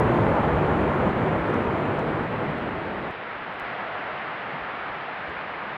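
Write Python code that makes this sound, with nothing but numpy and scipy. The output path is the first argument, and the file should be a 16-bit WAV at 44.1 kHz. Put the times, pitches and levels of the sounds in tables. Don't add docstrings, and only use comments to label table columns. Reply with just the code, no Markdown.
import sys
import numpy as np
from scipy import signal
from scipy.fft import rfft, irfft, next_fast_len
from scipy.io import wavfile
from scipy.ndimage import uniform_filter1d, map_coordinates

SR = 44100
rng = np.random.default_rng(int(sys.argv[2]) if len(sys.argv) > 2 else 0)


def invert_db(x):
    u = np.asarray(x, float) / 20
    return 10 ** u


def bounce(signal):
    frames = np.transpose(np.atleast_2d(signal))
    limited = np.clip(frames, -1, 1)
    pcm = np.round(limited * 32767).astype(np.int16)
    wavfile.write(sys.argv[1], SR, pcm)


N = 254456


def unit(x):
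    return x / np.sqrt(np.mean(x ** 2) + 1e-20)


def along(points, hz):
    point_hz, value = np.transpose(points)
    return np.interp(np.log(hz + 1), np.log(point_hz + 1), value)


def curves(rows):
    s, *cols = np.transpose(rows)
    return [uniform_filter1d(np.interp(np.arange(N) / SR, s, c), size=400) for c in cols]


def swells(rows, half_s):
    s, db = np.transpose(rows)
    t = np.arange(0, N + 64, 64) / SR
    bells = np.exp(-((t - s[:, None]) / half_s) ** 2)
    return np.interp(np.arange(N) / SR, t, db @ bells)


def wobble(rate):
    return map_coordinates(rng.standard_normal(200), [np.arange(N) * rate / SR])


def filtered(x, response):
    m = next_fast_len(N + SR // 2)
    return irfft(rfft(x, m) * response(np.fft.rfftfreq(m, 1 / SR)), m)[:N]


def coloured(x, spectrum):
    return unit(filtered(x, lambda hz: invert_db(along(spectrum, hz))))


def even(x, span_s):
    span = round(span_s * SR)
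    slow = uniform_filter1d(uniform_filter1d(x ** 2, span), span)
    return x / np.sqrt(np.abs(slow) + 1e-6)


def rush(patchy_db):
    z = signal.stft(rng.standard_normal(N + 512), nperseg=512)[2]
    field = uniform_filter1d(rng.standard_normal(z.shape), size=6, axis=0)
    field = uniform_filter1d(field, size=12, axis=1)
    return signal.istft(z * invert_db(patchy_db * unit(field)), nperseg=512)[1][:N]


def wall_tail():
    # pitch_hz [Hz], t60_s [s]
    decay = [(100, 0.8), (1000, 1.83), (5000, 0.27)]
    hz, t, z = signal.stft(rng.standard_normal(SR // 2), SR, nperseg=256)
    fading = invert_db(-60 * t / along(decay, hz)[:, None])
    return signal.istft(z * fading, SR, nperseg=256)[1][:SR // 2]


def impacts(rate, spread_db, wet):
    lead, hop = SR // 2, SR // 5
    draw = rng.random((2, N + lead))
    lands = draw[0] < rate / SR
    size = invert_db(-spread_db * np.log(draw[1] + 1e-9))
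    blows = lands * size * rng.standard_normal(N + lead)
    echo = np.zeros(N + 3 * lead)
    for i in range(0, N + lead, hop):
        answer = signal.fftconvolve(blows[i:i + hop], wall_tail())
        echo[i:i + len(answer)] += answer
    return (1 - wet) * unit(blows[lead:]) + wet * unit(echo[lead:lead + N])


def between_walls(x):
    # pitch_hz [Hz], width_hz [Hz], level_db [dB]
    modes = [(151, 18, -3.5), (215, 8.1, -14.5), (462.6, 4.9, -14)]

    def response(f):
        rings = [invert_db(db) * 1j * f * w / (c * c - f * f + 1j * f * w) for c, w, db in modes]
        return 1 + sum(rings)
    return filtered(x, response)


def layer_db(over_db, fades, hz):
    # time_s [s], level_db [dB]
    fall = [(0, -23), (.4, -24.5), (.7, -25), (1.1, -26), (1.6, -28), (2.1, -29), (2.5, -33), (2.9, -35.5),
            (3.11, -36)]
    # time_s [s], swell_db [dB], pitch_hz [Hz]
    slabs = [(.01, 1.5, 130), (.16, 1, 400), (.22, 6, 150), (.26, 5, 85), (.35, 0.5, 400), (0.519, -2, 497),
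             (.57, 9.5, 90), (.61, 6, 150), (.72, 3, 200), (.8, 5, 85), (1.0, -4, 150), (1.07, 8.5, 150),
             (1.08, 2, 400), (1.12, -3, 400), (1.16, -3, 400), (1.22, 4.5, 130), (1.27, -12, 85),
             (1.29, 9, 150), (1.36, 1.5, 300), (1.42, -18, 250), (1.47, -2, 85), (1.5, 4, 600),
             (1.56, 2.5, 400), (1.95, -4, 150), (1.7, 6, 90), (2.03, 0, 400), (2.13, 0.5, 170),
             (2.29, -9, 300), (2.39, 1.5, 150), (2.44, 2.5, 400), (2.49, 15, 120), (2.75, 7, 85), ]
    reach_octaves, half_s = .5, .025
    fall_db, = curves(fall)
    near = []
    for s, db, slab_hz in slabs:
        near.append((s, db * np.exp(-(np.log2(slab_hz / hz) / reach_octaves) ** 2)))
    return fall_db[0] + over_db + fades * (fall_db - fall_db[0]) + swells(near, half_s)


def ground_shake(heavy):
    # pitch_hz [Hz], level_db [dB per Hz]
    spectrum = [(10, -35), (25, -13.5), (50, -9.5), (75, 0.5), (105, 1), (140, -14), (400, -120)]
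    return invert_db(layer_db(-7.5, fades=1.31, hz=85)) * even(coloured(heavy, spectrum), span_s=0.17)


def air_boom(heavy):
    # pitch_hz [Hz], level_db [dB per Hz]
    spectrum = [(40, -90), (90, -22), (115, -4.5), (144, 2), (200, 0), (260, -17.5), (700, -120)]
    return invert_db(layer_db(-5.54, fades=1.01, hz=150)) * even(coloured(heavy, spectrum), span_s=0.055)


def falling_masonry():
    # pitch_hz [Hz], level_db [dB per Hz]
    spectrum = [(60, -72), (170, -12), (230, 2), (400, 1), (600, -1.5), (1000, -6.5), (1400, -12.5),
                (2100, -24.5), (3000, -57), (4500, -49.5), (7000, -120)]
    blows = between_walls(impacts(rate=4000, spread_db=2.5, wet=0.52))
    return invert_db(layer_db(1.68, fades=0.94, hz=400)) * even(coloured(blows, spectrum), span_s=0.091)


def grit_fizz():
    # pitch_hz [Hz], level_db [dB per Hz]
    spectrum = [(2000, -92.5), (4000, -4), (5800, 2), (7000, 2.5), (9500, 0), (12800, -8.5), (13700, -14),
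                (15700, -20.5), (17000, -88)]
    # time_s [s], delay_ms [ms]
    ground_path = [(1.1, .43), (1.18, .47), (1.5, .36), (1.85, .27), (2.05, .245)]
    sinks_s, wall_ms = 1.1, .72
    direct = rush(patchy_db=.8)
    ground_share = np.where(np.arange(N) < sinks_s * SR, .17, .24)
    late = np.arange(N) - curves(ground_path)[0] * SR / 1000
    off_ground = ground_share * map_coordinates(direct, [late])
    off_wall = .17 * np.roll(direct, round(wall_ms * SR / 1000))
    fizz = coloured(direct + off_ground + off_wall, spectrum)
    return invert_db(layer_db(-43, fades=1.08, hz=450)) * fizz


def collapse():
    cut_s, close_s = 3.1125, .0036
    ground_left, ground_dies_s = .45, .2
    t = np.arange(N) / SR
    heavy = between_walls(impacts(rate=900, spread_db=0.5, wet=0.42))
    shake = ground_shake(heavy)
    falling = shake + air_boom(heavy) + falling_masonry() + grit_fizz()
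    sounding = np.clip((cut_s - t) / close_s, 0, 1)
    lingering = (1 - sounding) * ground_left * np.exp(-np.abs(t - cut_s) / ground_dies_s)
    return sounding * falling + lingering * shake


def dust_hiss():
    # pitch_hz [Hz], level_db [dB per Hz]
    spectrum = [(60, -89.5), (300, -18), (800, -2), (1300, -1), (1650, -2.5), (2100, -5.5), (3000, -14.5),
                (4000, -25.5), (5000, -37), (6200, -52.5), (7300, -62.5), (12000, -120)]
    thins_db_per_s = .5
    thicker_s, rise_s, thicker_db = 3.61, .06, 2.1
    t = np.arange(N) / SR
    thicker = (1 + np.tanh((t - thicker_s) / rise_s)) / 2
    level_db = -33.12 - thins_db_per_s * t + thicker_db * thicker
    return invert_db(level_db) * coloured(rush(patchy_db=0.64), spectrum)


def cloud_front():
    peak_s, rise_s, dies_s, left = 3.94, 0.59, .5, 0.47
    t = np.arange(N) / SR
    before = np.exp(-((t - peak_s) / rise_s) ** 2)
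    after = left + (1 - left) * np.exp(-np.abs(t - peak_s) / dies_s)
    return np.where(t < peak_s, before, after)


def hollow_roar(front):
    # pitch_hz [Hz], level_db [dB per Hz]
    spectrum = [(100, -90.5), (350, -35), (550, -1), (700, 2), (900, -5.5), (1300, -33), (3000, -120)]
    swell_db, eddy_db, eddies_per_s = 9.5, 1, 12
    level_db = -47.45 + swell_db * front + eddy_db * wobble(eddies_per_s)
    return invert_db(level_db) * even(coloured(rush(patchy_db=-0.1), spectrum), span_s=0.06)


def low_stir(front):
    # pitch_hz [Hz], level_db [dB per Hz]
    spectrum = [(12, -44), (30, -21.5), (60, -9.5), (100, -6), (160, -0.5), (330, -1.5), (500, 0.5),
                (800, -38), (2500, -120)]
    # time_s [s], swell_db [dB]
    eddies = [
        (3.2, 1.5),
        (3.5, 0.5),
        (3.75, 1),
        (4.0, 1.5),
        (4.53, 2.5),
        (4.95, 0.5),
        (5.15, -2),
        (5.3, 1),
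        (5.7, 1.5),
    ]
    level_db = -44.5 + 1.5 * front + swells(eddies, half_s=0.059)
    return invert_db(level_db) * even(coloured(rush(patchy_db=-0.6), spectrum), span_s=0.088)


def fine_dust():
    # pitch_hz [Hz], level_db [dB per Hz]
    spectrum = [(2000, -63.5), (6000, -7.5), (10000, -2), (15700, -9), (17000, -64)]
    # time_s [s], swell_db [dB]
    puffs = [
        (4.38, 2.5),
        (4.7, 3.5),
        (5.34, 4),
        (5.65, 2),
    ]
    return invert_db(-90.5 + swells(puffs, half_s=.04)) * coloured(rush(patchy_db=-1.7), spectrum)


def cloud():
    front = cloud_front()
    return dust_hiss() + hollow_roar(front) + low_stir(front) + fine_dust()


def debris_ticks():
    # start_s [s], peak_db [dB], brightest_hz [Hz], fall_db [dB per octave], length_ms [ms]
    ticks = [(.7274, -56, 6500, 4, .4), (1.0948, -51, 6500, 10, .5), (1.2632, -61, 14000, 4, .4),
             (1.3687, -60, 14000, 2, .4), (1.5004, -56, 6000, 22, .8), (1.5418, -51, 5800, 12, 1.6),
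             (1.5786, -63, 6000, 14, .5), (1.68, -62, 14000, 3, .4), (1.8036, -57, 6500, 10, .4),
             (1.8804, -62, 6000, 14, .5), (1.9916, -50, 6500, 14, 1.4), (2.2328, -62, 6000, 9, .4),
             (2.5093, -57, 6500, 14, .5), (2.582, -56, 7000, 12, .8), (2.8639, -65, 7000, 8, .5),
             (3.3563, -71, 7000, 20, .8), (3.5212, -70, 7500, 22, .6), (3.5398, -65, 8600, 24, 1.5),
             (3.9498, -70, 8500, 22, .6), (5.2587, -67, 6000, 24, .6), (5.2773, -67, 9500, 20, .6),
             (5.2955, -59, 6500, 17, .7), (5.3382, -75, 9000, 14, .6)]
    out, t = np.zeros(N + SR), np.arange(SR // 10) / SR
    f = np.fft.rfftfreq(len(t), 1 / SR) + 1
    for s, db, hz, fall_db, length_ms in ticks:
        colour = invert_db(-fall_db * np.abs(np.log2(f / hz))) * (f > 3500)
        burst = unit(irfft(rfft(rng.standard_normal(len(t))) * colour, len(t)))
        envelope = np.exp(-1000 * t / length_ms) * (1 - np.exp(-t / .0002))
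        out[round(s * SR):][:len(t)] += invert_db(db + 3.5) * burst * envelope
    return out[:N]


def late_thuds():
    # start_s [s], peak_db [dB], pitch_hz [Hz]
    thuds = [
        (3.35, -50, 44.5),
        (3.41, -52, 45),
        (3.62, -45, 60),
        (4.531, -37.5, 152),
        (4.61, -46, 55),
        (4.9, -52, 50),
        (5.28, -41, 75),
    ]
    rise_s = 0.0088
    out, t = np.zeros(N + SR), np.arange(SR // 10) / SR
    u = t / rise_s
    for s, db, hz in thuds:
        out[round(s * SR):][:len(t)] += invert_db(db) * np.sin(2 * np.pi * hz * t) * u * np.exp(1 - u)
    return out[:N]


def scene():
    return (collapse() + cloud() + debris_ticks() + late_thuds())[None]


def top_cut(x):
    return signal.sosfilt(signal.butter(12, 15720, fs=SR, output="sos"), x)


def record(dry):
    # start_s [s], peak_db [dB]
    splices = [
        (.0002, -23),
        (3.1115, -43),
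        (3.5988, -33),
    ]
    end_s = .004
    clicks = np.zeros(N)
    for s, db in splices:
        clicks[round(s * SR):][:2] = invert_db(db - 2)
    ending = np.clip((N - np.arange(N)) / (end_s * SR), 0, 1)
    return top_cut(dry * ending + clicks)


dry = scene()
out = record(dry)
bounce(out)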